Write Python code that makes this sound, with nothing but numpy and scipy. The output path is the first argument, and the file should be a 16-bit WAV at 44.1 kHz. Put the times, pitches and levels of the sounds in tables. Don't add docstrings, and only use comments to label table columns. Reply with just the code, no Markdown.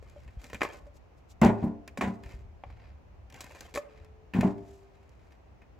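import sys
import numpy as np
from scipy import signal
from scipy.fft import rfft, irfft, next_fast_len
from scipy.io import wavfile
from scipy.ndimage import map_coordinates

SR = 44100
rng = np.random.default_rng(int(sys.argv[2]) if len(sys.argv) > 2 else 0)


def file_out(sig):
    cols = np.atleast_2d(sig).T
    lim = np.clip(cols, -1, 1)
    pcm = np.round(lim * 32767).astype(np.int16)
    wavfile.write(sys.argv[1], SR, pcm)


N = 255339
TIME_S = np.arange(N) / SR
AGE_S = np.arange(SR) / SR

WIND_GUSTS = [(0.0, 0.3, -62), (2.33, 0.11, -53), (2.7, 0.5, -65.5)]  # start_s, length_s, level_db
WOOD_SCRAPES = [(0.0, 0.36, -66, -75.5), (0.38, 0.38, -61, -64.5), (0.61, 0.04, -46, -64),
                (1.43, 0.2, -58, -71.5), (1.98, 0.14, -62, -68.5), (2.22, 0.12, -57.5, -66.5),
                (2.64, 0.25, -63, -83.5), (3.33, 0.33, -55.5, -62), (3.72, 0.3, -63, -79.5),
                (4.35, 0.15, -56, -66.5), (4.55, 0.8, -71, -81.5)]
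LOG_KNOCKS = [(0.026, -52, -45.5, 455, -65), (0.162, -63, -42.5, 582, -81), (0.531, -31.5, -39, 456, -45),
              (0.608, -23, -33, 1000, -49), (0.617, -10.5, -35, 1110, -42), (0.631, -22, -26, 458, -37),
              (0.65, -22, -24, 1109, -48), (0.744, -41, -46, 564, -60), (0.867, -56, -45.5, 580, -67),
              (1.974, -24, -34, 679, -42), (2.01, -20, -19, 1080, -42), (2.637, -37, -36.5, 794, -74),
              (2.701, -45, -50, 800, -72), (3.406, -35, -43, 1110, -36.5), (3.549, -50, -47, 466, -56),
              (3.75, -39, -35, 455, -37), (3.758, -23.5, -29.5, 450, -37), (3.774, -21, -20.5, 630, -38.5)]
SPLINTER_SNAPS = [(0.0972, -55, -58.5), (0.2775, -44.5, -65.5), (0.4415, -42, -46), (0.4993, -40, -59),
                  (0.5448, -29, -44.5), (0.7317, -44.5, -53), (1.4151, -21.5, -37), (1.4472, -28, -34),
                  (1.8767, -36.5, -43), (2.2355, -41, -57.5), (2.26, -44, -61), (2.302, -46.5, -67),
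                  (3.3003, -48.5, -55), (3.324, -46, -53), (3.3421, -39.5, -50), (3.442, -39.5, -46.5),
                  (3.6069, -39, -41), (3.7403, -33.5, -43), (4.0463, -53.5, -61), (4.336, -25, -59),
                  (4.4088, -23.5, -38.5), (5.0923, -64, -65), (5.618, -47, -76)]
SOFT_THUMPS = [(0.26, -40), (0.369, -31.5), (0.533, -37), (2.258, -36), (2.339, -33), (2.666, -38.5)]  # start_s, level_db
SLEEVE_SWISHES = [(0.962, -69, 0.018), (1.185, -74.5, 0.018), (1.312, -63, 0.019), (4.679, -75, 0.074),
                  (4.755, -76, 0.085)]
TRAY_LANDINGS = [(1.4175, -10, -14.5, -25), (1.4314, -10.5, -14, -25), (1.4569, -9, -21.5, -26.5),
                 (1.4869, -27, -20.5, -38.5), (1.626, -21, -31, -49), (1.6391, -13, -42.5, -59),
                 (1.671, -24.5, -38.5, -57), (1.986, -26, -45, -47.5), (2.0111, -47, -23, -26),
                 (2.037, -24, -28, -34), (2.0732, -19.5, -37, -41), (4.3473, -15.5, -35.5, -39),
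                 (4.3586, -19, -29, -38), (4.3866, -11.5, -31.5, -44.5), (4.4287, -17.5, -23.5, -37),
                 (4.4459, -11, -29.5, -46), (4.4743, -22, -31, -54)]
HUM_SWELLS = [(3.68, 0.54, -60)]  # start_s, length_s, level_db

# pitch_hz, level_db, t60_s
STICK_MODES = [(560, -0.5, .05), (969, 2.5, 0.041), (1790, -4, 0.079), (2490, -4, 0.074),
               (3920, -22, 0.016)]
LOG_BENDING_MODES = [(459, 6, 0.034), (581, 0.5, 0.085), (807, 13.5, 0.0092), (1098, -1, 0.034)]
LOG_HIGH_MODES = [(290, -21, 0.087), (1177, -17.5, 0.2), (1698, -7.5, 0.08), (2254, -4.5, 0.064),
                  (2370, -5, .05)]
THUMP_MODES = [(56.6, 3.5, 0.1), (93, -9, 0.075)]
TRAY_PANEL_MODES = [(74.6, -14, 0.038), (107.7, -10.5, 0.55), (135, -8, 0.096), (158, -5, 0.14),
                    (193.7, -1.5, 0.25), (205, 8.5, 0.05), (225.9, -1.5, 0.23), (239, -7, 0.17),
                    (251, -28, 0.37), (293.8, -11, 0.49), (378, -14.5, 0.18), (392.4, -23, 1.25),
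                    (443, -32, 0.94)]
TRAY_CLANG_MODES = [(400.5, -0.5, 0.5), (539, -10, 0.64), (590, -14.5, 0.66), (646.6, 9, 0.11),
                    (685, -11.5, 0.99), (710.5, -3, 0.22), (780, -3, 0.37), (861, -3.5, 0.31),
                    (1000, -3.5, 0.31), (1065, -18.5, 0.43), (1440, -14, 0.37), (1843, -11.5, 0.22),
                    (2010, -18, 0.34)]

# frequency_hz, density_db
HUSH_SPECTRUM = [(76, -19), (130, -6), (230, -10), (400, -11.5), (750, -12.5), (1500, -24), (2600, -27),
                 (3400, -36), (6500, -40), (9000, -52), (16000, -50)]
WIND_SPECTRUM = [(12, -31), (20, -14.5), (47, -1.5), (65, 3.5), (82, -2), (140, -16.5), (161, -23),
                 (220, -25), (290, -50), (480, -120)]
RUB_SPECTRUM = [(200, -1.5), (480, 7), (900, -3.5), (1300, -3.5), (2300, 0), (3200, -11), (5000, -13),
                (9000, -44)]
CRACK_SPECTRUM = [(1500, -9.5), (3500, 1), (5000, 1), (7200, 2.5), (10000, -8), (13000, -5), (16000, -19.5)]
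CLACK_SPECTRUM = [(120, -17.5), (330, 6), (700, -3.5), (1100, -6), (1500, -2.5), (2300, -3.5), (3200, -16),
                  (6000, -31.5), (15000, -64.5)]
SNAP_SPECTRUM = [(250, 12.5), (900, -12), (1700, 2.5), (2400, 6), (3300, -9.5), (5000, -17.5),
                 (9000, -26.5)]
BOOM_SPECTRUM = [(25, -57), (45, -20), (70, -5), (130, 14), (220, 9), (330, -8), (500, -20), (1200, -48.5)]
CLANG_SPECTRUM = [(150, 0.5), (380, 5), (520, -1.5), (690, 1), (1000, 0), (1300, -17.5), (2000, -20.5),
                  (4000, -76)]
RATTLE_SPECTRUM = [(600, -21.5), (1400, 4), (2300, 3), (3200, -8), (5000, -19), (7500, -15), (11000, -31),
                   (16000, -29)]

YARD_DECAY = [(100, 0.3), (600, 0.78), (2500, 0.24), (7000, 0.26), (15000, 0.22)]
MIC_PORTS = [(60, 0, 1.5), (500, 0, 0), (2200, -.1, 0), (3500, -.3, 4), (4500, -.5, 1), (7300, 0, 1),
             (8200, -1.4, 1), (9000, -3.1, .5), (10600, -6.1, 0), (11900, -6.8, 0), (13200, -9.4, 0),
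             (14800, -12.4, .5)]

SCRAPE_ATTACK_S, SCRAPE_RELEASE_S = 0.025, 0.05


def amp(db):
    return np.exp(np.asarray(db) * (np.log(10) / 20))


def unit(x):
    return x / np.sqrt(np.mean(x ** 2) + 1e-20)


def along(points, hz):
    point_hz, values = np.transpose(points)
    return np.interp(np.log(hz + 1), np.log(point_hz + 1), values)


def wobble(rate_hz):
    grid = np.arange(0, N / SR * rate_hz + 1, 1 / 8)
    knots = rng.standard_normal(int(grid[-1]) + 3)
    return np.interp(TIME_S * rate_hz, grid, map_coordinates(knots, [grid]))


def noise(spectrum, width, size=N):
    n_fft = next_fast_len(size)
    colour = amp(along(spectrum, np.fft.rfftfreq(n_fft, 1 / SR)))
    mid, side = irfft(rfft(rng.standard_normal((2, n_fft))) * colour, n_fft)[:, :size]
    return unit(np.array([mid + width * side, mid - width * side]))


def strokes(rows, attack_s, release_s):
    start_s, length_s, *levels_db = np.transpose(rows)
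    age_s = TIME_S - start_s[:, None]
    rise = np.clip(age_s / attack_s, 0, 1)
    fall = np.exp(-np.maximum(age_s - length_s[:, None], 0) / release_s)
    return amp(levels_db) @ (rise * fall)


def burst(spectrum, t60_s, attack_s, width):
    t = AGE_S[:int(1.5 * t60_s * SR)]
    return noise(spectrum, width, size=len(t)) * amp(-60 * t / t60_s) * (1 - np.exp(-t / attack_s))


def mode_waves(modes, attack_s, pitch_ratio=1):
    hz, db, t60_s = np.transpose(modes)[:, :, None]
    t = AGE_S[:int(t60_s.max() * SR)]
    envelope = amp(db - 60 * t / t60_s) * (1 - np.exp(-t / attack_s))
    return envelope * np.sin(2 * np.pi * hz * pitch_ratio * t)


def strike(waves, scatter_db):
    return amp(scatter_db * rng.standard_normal(len(waves))) @ waves


def ring(modes, attack_s, scatter_db, detune):
    pitch_ratio = np.exp(detune * rng.standard_normal())
    return strike(mode_waves(modes, attack_s, pitch_ratio), scatter_db)


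def add(track, start_s, sound):
    start = max(round(start_s * SR), 0)
    part = sound[..., :N - start]
    track[:, start:start + part.shape[-1]] += part


def air():
    hush = amp(-61) * noise(HUSH_SPECTRUM, width=0.93)
    breeze = amp(-58)
    gusts, = strokes(WIND_GUSTS, attack_s=0.036, release_s=0.1)
    buffeting = amp(4.5 + 2.3 * wobble(11))
    return hush + (breeze + gusts) * buffeting * noise(WIND_SPECTRUM, width=0.32)


def scraping(jostles=110):
    pressure, bark = strokes(WOOD_SCRAPES, SCRAPE_ATTACK_S, SCRAPE_RELEASE_S)
    slips = unit(amp(3.3 * wobble(260) + 1.9 * wobble(34)))
    rub = amp(-2.5) * pressure * noise(RUB_SPECTRUM, width=0.47)
    rustle = amp(-3.5) * bark * noise(CRACK_SPECTRUM, width=0.23)
    out = slips * (rub + rustle)
    for at in np.searchsorted(np.cumsum(pressure), rng.random(jostles) * pressure.sum()):
        stick = ring(STICK_MODES, attack_s=0.0006, scatter_db=2.5, detune=0.13)
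        add(out, at / SR, amp(-0.5) * pressure[at] * stick)
    return out


def crumbling(snaps=34):
    _, bark = strokes(WOOD_SCRAPES, SCRAPE_ATTACK_S, SCRAPE_RELEASE_S)
    out = np.zeros((2, N))
    quantiles = (np.arange(snaps) + rng.random(snaps)) / snaps
    for at in np.searchsorted(np.cumsum(bark), quantiles * bark.sum()):
        clack = burst(CLACK_SPECTRUM, t60_s=0.022, attack_s=0.0007, width=0.3)
        crack = burst(CRACK_SPECTRUM, t60_s=0.014, attack_s=0.00072, width=0.43)
        add(out, at / SR, amp(14) * bark[at] * clack)
        add(out, at / SR, amp(11) * bark[at] * crack)
    return out


def logs(focus_db_per_octave=32):
    out = np.zeros((2, N))
    bending = mode_waves(LOG_BENDING_MODES, attack_s=0.00073)
    mode_hz = np.transpose(LOG_BENDING_MODES)[0]
    for start_s, clack_db, ring_db, favoured_hz, crack_db in LOG_KNOCKS:
        mode_db = ring_db - focus_db_per_octave * np.abs(np.log2(mode_hz / favoured_hz))
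        mode_db[-1] = max(mode_db[-1], min(clack_db - 3, ring_db))
        clack = burst(CLACK_SPECTRUM, t60_s=0.026, attack_s=0.00047, width=0.36)
        overtones = ring(LOG_HIGH_MODES, attack_s=0.0003, scatter_db=5.0, detune=0.015)
        crack = burst(CRACK_SPECTRUM, t60_s=0.064, attack_s=0.0002, width=0.1)
        add(out, start_s, amp(clack_db - 5.5) * clack)
        add(out, start_s, amp(clack_db - 15.5) * overtones)
        add(out, start_s, amp(mode_db) @ bending)
        add(out, start_s, amp(crack_db - 3.5) * crack)
    return out


def splinters():
    out = np.zeros((2, N))
    for start_s, snap_db, edge_db in SPLINTER_SNAPS:
        snap = burst(SNAP_SPECTRUM, t60_s=0.074, attack_s=0.00051, width=0.24)
        stick = ring(STICK_MODES, attack_s=0.0007, scatter_db=2.5, detune=0.08)
        edge = burst(CRACK_SPECTRUM, t60_s=0.014, attack_s=0.0011, width=0.3)
        add(out, start_s, amp(snap_db - 7) * snap)
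        add(out, start_s, amp(snap_db - 14.5) * stick)
        add(out, start_s, amp(edge_db + 7.5) * edge)
    return out


def thumps():
    out = np.zeros((2, N))
    thump = mode_waves(THUMP_MODES, attack_s=0.0053).sum(axis=0)
    for start_s, level_db in SOFT_THUMPS:
        add(out, start_s, amp(level_db + 6) * thump)
    return out


def sleeves():
    swell = sum(amp(level_db) * np.exp(-((TIME_S - centre_s) / half_width_s) ** 2)
                for centre_s, level_db, half_width_s in SLEEVE_SWISHES)
    return swell * amp(2.5 * wobble(100)) * noise(CRACK_SPECTRUM, width=0.49)


def wheelbarrow(tilt_per_octave=0.68, usual_rattle_db=-11.5):
    out = np.zeros((2, N))
    panels = mode_waves(TRAY_PANEL_MODES, attack_s=0.0027)
    steel = mode_waves(TRAY_CLANG_MODES, attack_s=0.00056)
    octaves = np.log2(np.transpose(TRAY_CLANG_MODES)[0])
    for start_s, boom_db, clang_db, rattle_db in TRAY_LANDINGS:
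        hardness_db = rattle_db - clang_db - usual_rattle_db
        tilt = amp(tilt_per_octave * hardness_db * (octaves - octaves.mean()))
        panel_ring = strike(panels, scatter_db=2.4)
        boom = burst(BOOM_SPECTRUM, t60_s=0.11, attack_s=0.001, width=0.19)
        steel_ring = strike(tilt[:, None] * steel, scatter_db=2.04)
        clang = burst(CLANG_SPECTRUM, t60_s=0.24, attack_s=0.0019, width=0.37)
        rattle = burst(RATTLE_SPECTRUM, t60_s=0.16, attack_s=0.0019, width=0.43)
        add(out, start_s, amp(boom_db - 9.5) * panel_ring)
        add(out, start_s, amp(boom_db - 11.5) * boom)
        add(out, start_s, amp(clang_db - 15.5) * steel_ring)
        add(out, start_s, amp(clang_db - 5.0) * clang)
        add(out, start_s, amp(rattle_db - 5.5) * rattle)
    return out


def hum(pitch_hz=434, fade_s=0.085):
    level, = strokes(HUM_SWELLS, fade_s, fade_s)
    return level * amp(0.66 * wobble(14)) * np.sin(2 * np.pi * pitch_hz * TIME_S)


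def with_reflections(x, level_db, count=8):
    out = x.copy()
    for delay_s in rng.uniform(0.001, 0.014, count):
        add(out, delay_s, rng.choice([-1, 1]) * amp(level_db) * x)
    return out


def yard(x, build_s=0.0089):
    hz, t, bins = signal.stft(rng.standard_normal((2, SR)), SR, nperseg=256)
    decay = amp(-60 * t / along(YARD_DECAY, hz)[:, None])
    _, tail = signal.istft(bins * decay * (1 - np.exp(-t / build_s)), SR, nperseg=256)
    return signal.fftconvolve(x, tail / np.linalg.norm(tail[0]), axes=1)[:, :N]


def scene():
    wood = with_reflections(logs() + splinters() + scraping() + crumbling(), level_db=-18.5)
    tray = wheelbarrow()
    reverb = yard(amp(-18.5) * wood + amp(-18) * tray)
    return wood + tray + reverb + sleeves() + air() + thumps() + hum()


def record(dry):
    low_cut_hz, top_hz = 34, 16400
    n_fft = next_fast_len(N + SR // 2)
    hz = np.fft.rfftfreq(n_fft, 1 / SR)
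    port_hz, lead_rad, balance_db = np.transpose(MIC_PORTS)
    split = np.array([[0.5], [-0.5]])
    balance = amp(split * np.interp(hz, port_hz, balance_db))
    phase = np.exp(1j * split * np.interp(hz, port_hz, lead_rad))
    low_cut = (1j * hz / (1j * hz + low_cut_hz)) ** 2
    return irfft(rfft(dry, n_fft) * balance * phase * low_cut * (hz < top_hz), n_fft)[:, :N]


dry = scene()
out = record(dry)
file_out(out)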